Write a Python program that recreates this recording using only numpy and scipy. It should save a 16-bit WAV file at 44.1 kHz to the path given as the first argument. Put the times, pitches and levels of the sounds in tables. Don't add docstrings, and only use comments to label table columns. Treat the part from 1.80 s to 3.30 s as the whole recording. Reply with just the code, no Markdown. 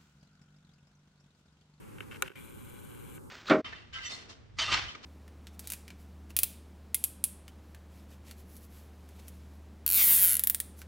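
import sys
import numpy as np
from scipy.fft import rfft, irfft, next_fast_len
from scipy.io import wavfile
from scipy.ndimage import uniform_filter1d, map_coordinates

SR = 44100
rng = np.random.default_rng(int(sys.argv[2]) if len(sys.argv) > 2 else 0)


def wrap_up_sound(samples):
    columns = np.atleast_2d(samples).T
    tamed = np.clip(columns, -1, 1)
    steps = np.round(tamed * 32767).astype(np.int16)
    wavfile.write(sys.argv[1], SR, steps)


N = 66150

# (frequency [Hz], level [dB])
RUMBLE_TONE = [(20, -28), (40, -8.5), (65, -4.5), (105, 2), (170, -3), (300, -3), (480, -8.5), (540, -8.5),
               (610, -17), (690, -16), (860, -14), (1300, -18.5), (1650, -26), (1900, -54), (4000, -60)]
HISS_TONE = [(1000, 2), (2200, 3.5), (3500, -1), (5300, -2.5), (8300, 4.5), (11000, 3), (14000, 0.5),
             (14900, -8), (15400, -37)]
# (time [s], level [dB])
RUMBLE_SWELL = [(0, -49.5), (.3, -48), (.65, -49.5), (1.0, -49), (1.2, -48), (1.34, -47.5), (1.5, -48.5)]
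# (frequency [Hz], likeness [-1 to 1])
AIR_LIKENESS = [(50, -0.082), (140, -0.45), (300, -0.66), (700, -0.62), (1400, -0.16), (3100, -0.44),
                (6800, 0.8), (14000, 1)]
BODY_LIKENESS = [(1000, 0.44), (3000, 0.27), (12000, 1)]
CRACK_LIKENESS = [(1000, 0.25), (6000, 0.33), (12000, -0.47)]
MOTOR_LIKENESS = [(400, -0.034), (1400, 0.56), (3000, 0.26), (7000, 0.82), (14000, .7)]
# (frequency [Hz], left minus right [dB])
AIR_PAN = [(1000, 0)]
BODY_PAN = [(1400, -1), (2500, 4.5), (7000, 0.5), (13000, 3)]
MOTOR_PAN = [(900, 9.5), (1500, 0.5), (2400, 6), (4000, 8), (8200, 1), (10100, 7.5), (10800, 19),
             (12000, 12), (14000, 5.5)]
# (start [s], end [s], level [dB])
STROKES = [(0, .31, -61), (0.212, 0.24, -59.5), (0.311, 0.37, -51.5), (.366, 0.4157, -60),
           (0.433, .487, -51), (0.487, 0.56, -53)]
# (frequency [Hz], level [dB])
RUB_TONE = [(250, -6), (450, 3), (700, -8), (950, -4.5), (1450, -1.5), (1800, -3.5), (2750, -5.5),
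            (3300, -12.5), (4200, -17.5), (8000, -21.5), (14900, -26), (15400, -55)]
CRACK_TONE = [(1000, -9), (4000, -8), (5200, -12), (6700, -4), (8600, -1), (10800, -4), (14000, -4),
              (15200, -20)]
# (frequency [Hz], level [dB], time to fade 60 dB [s], left minus right [dB])
BUMP_NOTES = [(185, 0, .06, 0), (300, -3, .04, 0)]
TICK_NOTES = [(374, -16, 0.035, -11.5), (1345, -15, 0.02, 1), (1520, -2, 0.017, -4),
              (1860, -12.5, 0.022, 6), (2220, -1, 0.012, 4.5), (2716, -2, .015, 3.5),
              (3007, -9.5, 0.02, 8.5), (3470, -11.5, 0.0073, 9)]
SNAP_NOTES = [(384, -16, 0.059, -6.5), (526, -17, 0.064, 2.5), (840, -20.5, 0.041, -1),
              (1042, -18.5, 0.042, -6), (1306, -8.5, .022, 2), (1438, -2, .019, -4.5),
              (1690, -13.5, .026, 3), (2350, -4.5, 0.015, 3), (2706, -9.5, 0.014, 11),
              (3095, -14, 0.011, 11), (3840, -8.5, 0.01, 2), (6460, -10, 0.0069, 8.5),
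              (7300, -4, 0.0024, -2), (11040, -6, 0.0039, 9.5), (13100, 0, .0016, 3)]
# (frequency [Hz], phase [radians])
LEFT_LEAD = [(400, 2), (1400, 0.61), (2300, 1), (3900, -1.35), (7000, -4.5), (11000, -1.7), (13000, -2.3)]
# (time [s], level [dB], treble tilt [dB per octave])
TICK_HITS = [(0.1837, -38.5, -0.5), (0.2055, -28, 3), (0.2079, -43.5, -6.5), (0.312, -39, 8.5),
             (0.3202, -38.5, 7), (0.3285, -40.5, -3), (0.345, -38.5, 4.5), (0.3586, -39.5, -3),
             (0.46, -40, 7), (0.4784, -33.5, 5.5), (0.4952, -36, 6), (0.502, -34, -7.5),
             (0.5167, -33, -3.5), (1.3781, -43, -5.5)]
SNAP_HITS = [(0.4227, -14, 2.5), (0.4276, -34.5, 4), (0.4302, -34, -4)]
# (frequency [Hz], width [Hz])
BODY_NOTCHES = [(250, 110), (650, 70), (1980, 190), (4650, 300), (7750, 340)]
# (frequency [Hz], level [dB])
GEAR_TONE = [(300, 10), (550, -3), (700, -30), (900, -1.5), (1040, 4.5), (1090, -5), (1400, 4), (1520, 9),
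             (1620, 6), (1780, -12), (2050, -1), (2290, 4.5), (2420, 3.5), (2560, -4), (2740, 2),
             (2860, -1.5), (3000, 2), (3250, -3), (3390, 0.5), (3520, -13), (3750, -13), (3930, -3.5),
             (4350, -19.5), (5000, -32), (15000, -40), (15500, -62)]
START_TONE = [(900, -6), (1500, -9), (1900, -5), (2150, 8), (2350, 13), (2600, -6), (3150, 3), (4200, -16),
              (9000, -24), (14000, -25), (15400, -50)]
WHIRR_TONE = [(4000, -5.5), (5100, -21.5), (6200, -8.5), (6900, -5), (7350, 1), (7750, -3.5), (8300, 0.5),
              (8700, -2.5), (9500, 3.5), (9800, -1.5), (10150, 4), (10500, -8), (11400, -6), (11900, 0),
              (12600, -5), (13500, -3), (14200, -8), (14550, -6), (14900, -18), (15400, -45)]
SQUEAK_TONE = [(11000, -36), (12500, 2), (13350, 13), (13700, 12), (14200, -18), (15400, -45)]
# (time [s], level [dB])
WHIRR_SWELL = [(.557, -72.5), (.61, -65), (.72, -68), (1.0, -66.5), (1.28, -66.5), (1.355, -62),
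               (1.38, -64.5)]
WHIRR_ACCENTS = [-1, -4, -0.5, -4, -0.5, 1.5]
SQUEAK_ACCENTS = [-6, -14, -12, -17, -6, -2]
# (frequency [Hz], level [dB])
GEAR_NOTES = [(1502, -76.5), (2298, -76), (2422, -77), (2961, -81), (3382, -80)]
WHINE_NOTES = [(2290, -60), (2400, -60)]

MOTOR_ON_S, MOTOR_OFF_S, STEP_HZ = .557, 1.376, 119.9
TIME = np.arange(N) / SR


def amp(db):
    return 10 ** (np.asarray(db) / 20)


def unit(x):
    return x / np.sqrt(np.mean(x ** 2) + 1e-20)


def look_up(table, hz):
    freqs, values = np.transpose(table)
    return np.interp(np.log(hz + 1), np.log(freqs + 1), values)


def swell(table):
    return amp(np.interp(TIME, *np.transpose(table)))


def gate(start, end, edge_s):
    return np.clip((TIME - start) / edge_s, 0, 1) * np.clip((end - TIME) / edge_s + 1, 0, 1)


def fade(start, fade_s):
    age = TIME - start
    return (age >= 0) * amp(-60 * np.abs(age) / fade_s)


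def wander(rate_hz):
    return map_coordinates(rng.standard_normal(N // 10), [TIME * rate_hz])


def sides(db):
    return np.array([amp(db / 2), amp(-db / 2)])


def filtered(x, response):
    size = next_fast_len(N + 8192)
    return irfft(rfft(x, size) * response(np.fft.rfftfreq(size, 1 / SR)), size)[..., :N]


def notch(hz, centre_hz, width_hz):
    return (centre_hz ** 2 - hz ** 2) / (centre_hz ** 2 - hz ** 2 + 1j * hz * width_hz)


def noise(tone, likeness, pan):
    def shares(hz):
        angle = np.arccos(np.clip(look_up(likeness, hz), -1, 1)) / 2
        return np.array([np.cos(angle), np.sin(angle)])
    shared, opposite = filtered(rng.standard_normal((2, N)), shares)
    stereo = np.array([shared + opposite, shared - opposite])
    return unit(filtered(stereo, lambda hz: amp(look_up(tone, hz)) * sides(look_up(pan, hz))))


def ring(notes, start, tilt, attack_s, detune=0):
    out, first = np.zeros((2, N)), int(start * SR)
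    t = np.arange(min(SR // 10, N - first)) / SR
    for (hz, db, fade_s, pan_db), chance in zip(notes, rng.standard_normal(len(notes))):
        phase = look_up(LEFT_LEAD, hz) * np.array([[0], [-1]])
        rise = 1 - np.exp(-t / attack_s)
        decay = amp(db + tilt * np.log2(hz / 2000) - 60 * t / fade_s)
        wave = np.sin(2 * np.pi * hz * (1 + detune * chance) * t + phase)
        out[:, first:first + len(t)] += sides(pan_db)[:, None] * rise * decay * wave
    return out


def rumble():
    return swell(RUMBLE_SWELL) * noise(RUMBLE_TONE, AIR_LIKENESS, AIR_PAN)


def hiss():
    return amp(-65.5) * noise(HISS_TONE, AIR_LIKENESS, AIR_PAN)


def rubbing():
    grain = unit(amp(wander(rate_hz=245.5)))
    strokes = sum(amp(db) * gate(start, end, edge_s=.003) for start, end, db in STROKES)
    return strokes * grain * noise(RUB_TONE, BODY_LIKENESS, BODY_PAN)


def bump():
    return amp(-39) * ring(BUMP_NOTES, start=.502, tilt=0, attack_s=.003)


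def ticks():
    soft_hz = 4200
    rings = sum(amp(db) * ring(TICK_NOTES, start, tilt, attack_s=.00057, detune=.0059)
                for start, db, tilt in TICK_HITS)
    rings = filtered(rings, lambda hz: 1 / np.sqrt(1 + (hz / soft_hz) ** 8))
    cracks = sum(amp(db - 23.5) * fade(start, fade_s=.013) for start, db, _ in TICK_HITS)
    return rings + cracks * noise(CRACK_TONE, BODY_LIKENESS, BODY_PAN)


def snap():
    crack_s = .4226
    rings = sum(amp(db) * ring(SNAP_NOTES, start, tilt, attack_s=.00052) for start, db, tilt in SNAP_HITS)
    decay = fade(crack_s, fade_s=.0063) + amp(-12) * fade(crack_s, fade_s=.033)
    crack = amp(-23.5) * decay * noise(CRACK_TONE, CRACK_LIKENESS, BODY_PAN)
    body = lambda hz: np.prod([notch(hz, *band) for band in BODY_NOTCHES], axis=0)
    return filtered(rings + crack, body)


def steady(x):
    power = uniform_filter1d(np.mean(x ** 2, axis=0), size=int(SR / STEP_HZ / 2))
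    return x / np.sqrt(np.abs(power) + 1e-12)


def gear_notes(notes):
    drift_hz = 9.08
    waves = sum(amp(db) * np.sin(2 * np.pi * np.cumsum(hz + drift_hz * wander(rate_hz=20)) / SR)
                for hz, db in notes)
    return np.sqrt(2) * waves * sides(db=1.5)[:, None]


def zoom_motor():
    rise_s, start_decay_s, whine_decay_s = .00056, .052, .075
    elapsed = np.maximum(TIME - MOTOR_ON_S, 0)
    step = np.round(elapsed * STEP_HZ).astype(int)
    age = elapsed % (1 / STEP_HZ)
    build_up = np.exp((age - 1 / STEP_HZ) / rise_s)
    burst = lambda decay_s, floor: floor + np.maximum(np.exp(-age / decay_s), build_up)
    accents = lambda steps_db: amp(steps_db)[step % len(steps_db)]
    rasp = lambda tone: noise(tone, MOTOR_LIKENESS, MOTOR_PAN)
    uneven = amp(.6 * rng.standard_normal(step[-1] + 1))[step]
    knocks = burst(decay_s=.0024, floor=.45) * uneven
    gears = amp(-56) * knocks * steady(rasp(GEAR_TONE))
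    start = amp(-48.5) * np.exp(-elapsed / start_decay_s) * knocks * steady(rasp(START_TONE))
    pulses = accents(WHIRR_ACCENTS) * burst(decay_s=.00065, floor=1.93)
    whirr = swell(WHIRR_SWELL) * pulses * rasp(WHIRR_TONE)
    squeak = amp(-50.5) * accents(SQUEAK_ACCENTS) * burst(decay_s=.001, floor=0) * rasp(SQUEAK_TONE)
    whine = np.exp(-elapsed / whine_decay_s) * gear_notes(WHINE_NOTES)
    running = gate(MOTOR_ON_S, MOTOR_OFF_S, edge_s=.00033)
    return running * (gears + start + whine + whirr + squeak + gear_notes(GEAR_NOTES))


def scene():
    dip = gate(.486, .554, edge_s=.003)
    background = amp(-5 * dip) * rumble() + amp(-4.5 * dip) * hiss()
    camera = snap() + ticks() + bump() + rubbing() + zoom_motor()
    return amp(-10 * dip) * (background + camera)


def record(dry):
    top_hz = 16500
    return filtered(dry, lambda hz: notch(hz, centre_hz=677, width_hz=143) * (hz < top_hz))


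dry = scene()
out = record(dry)
wrap_up_sound(out)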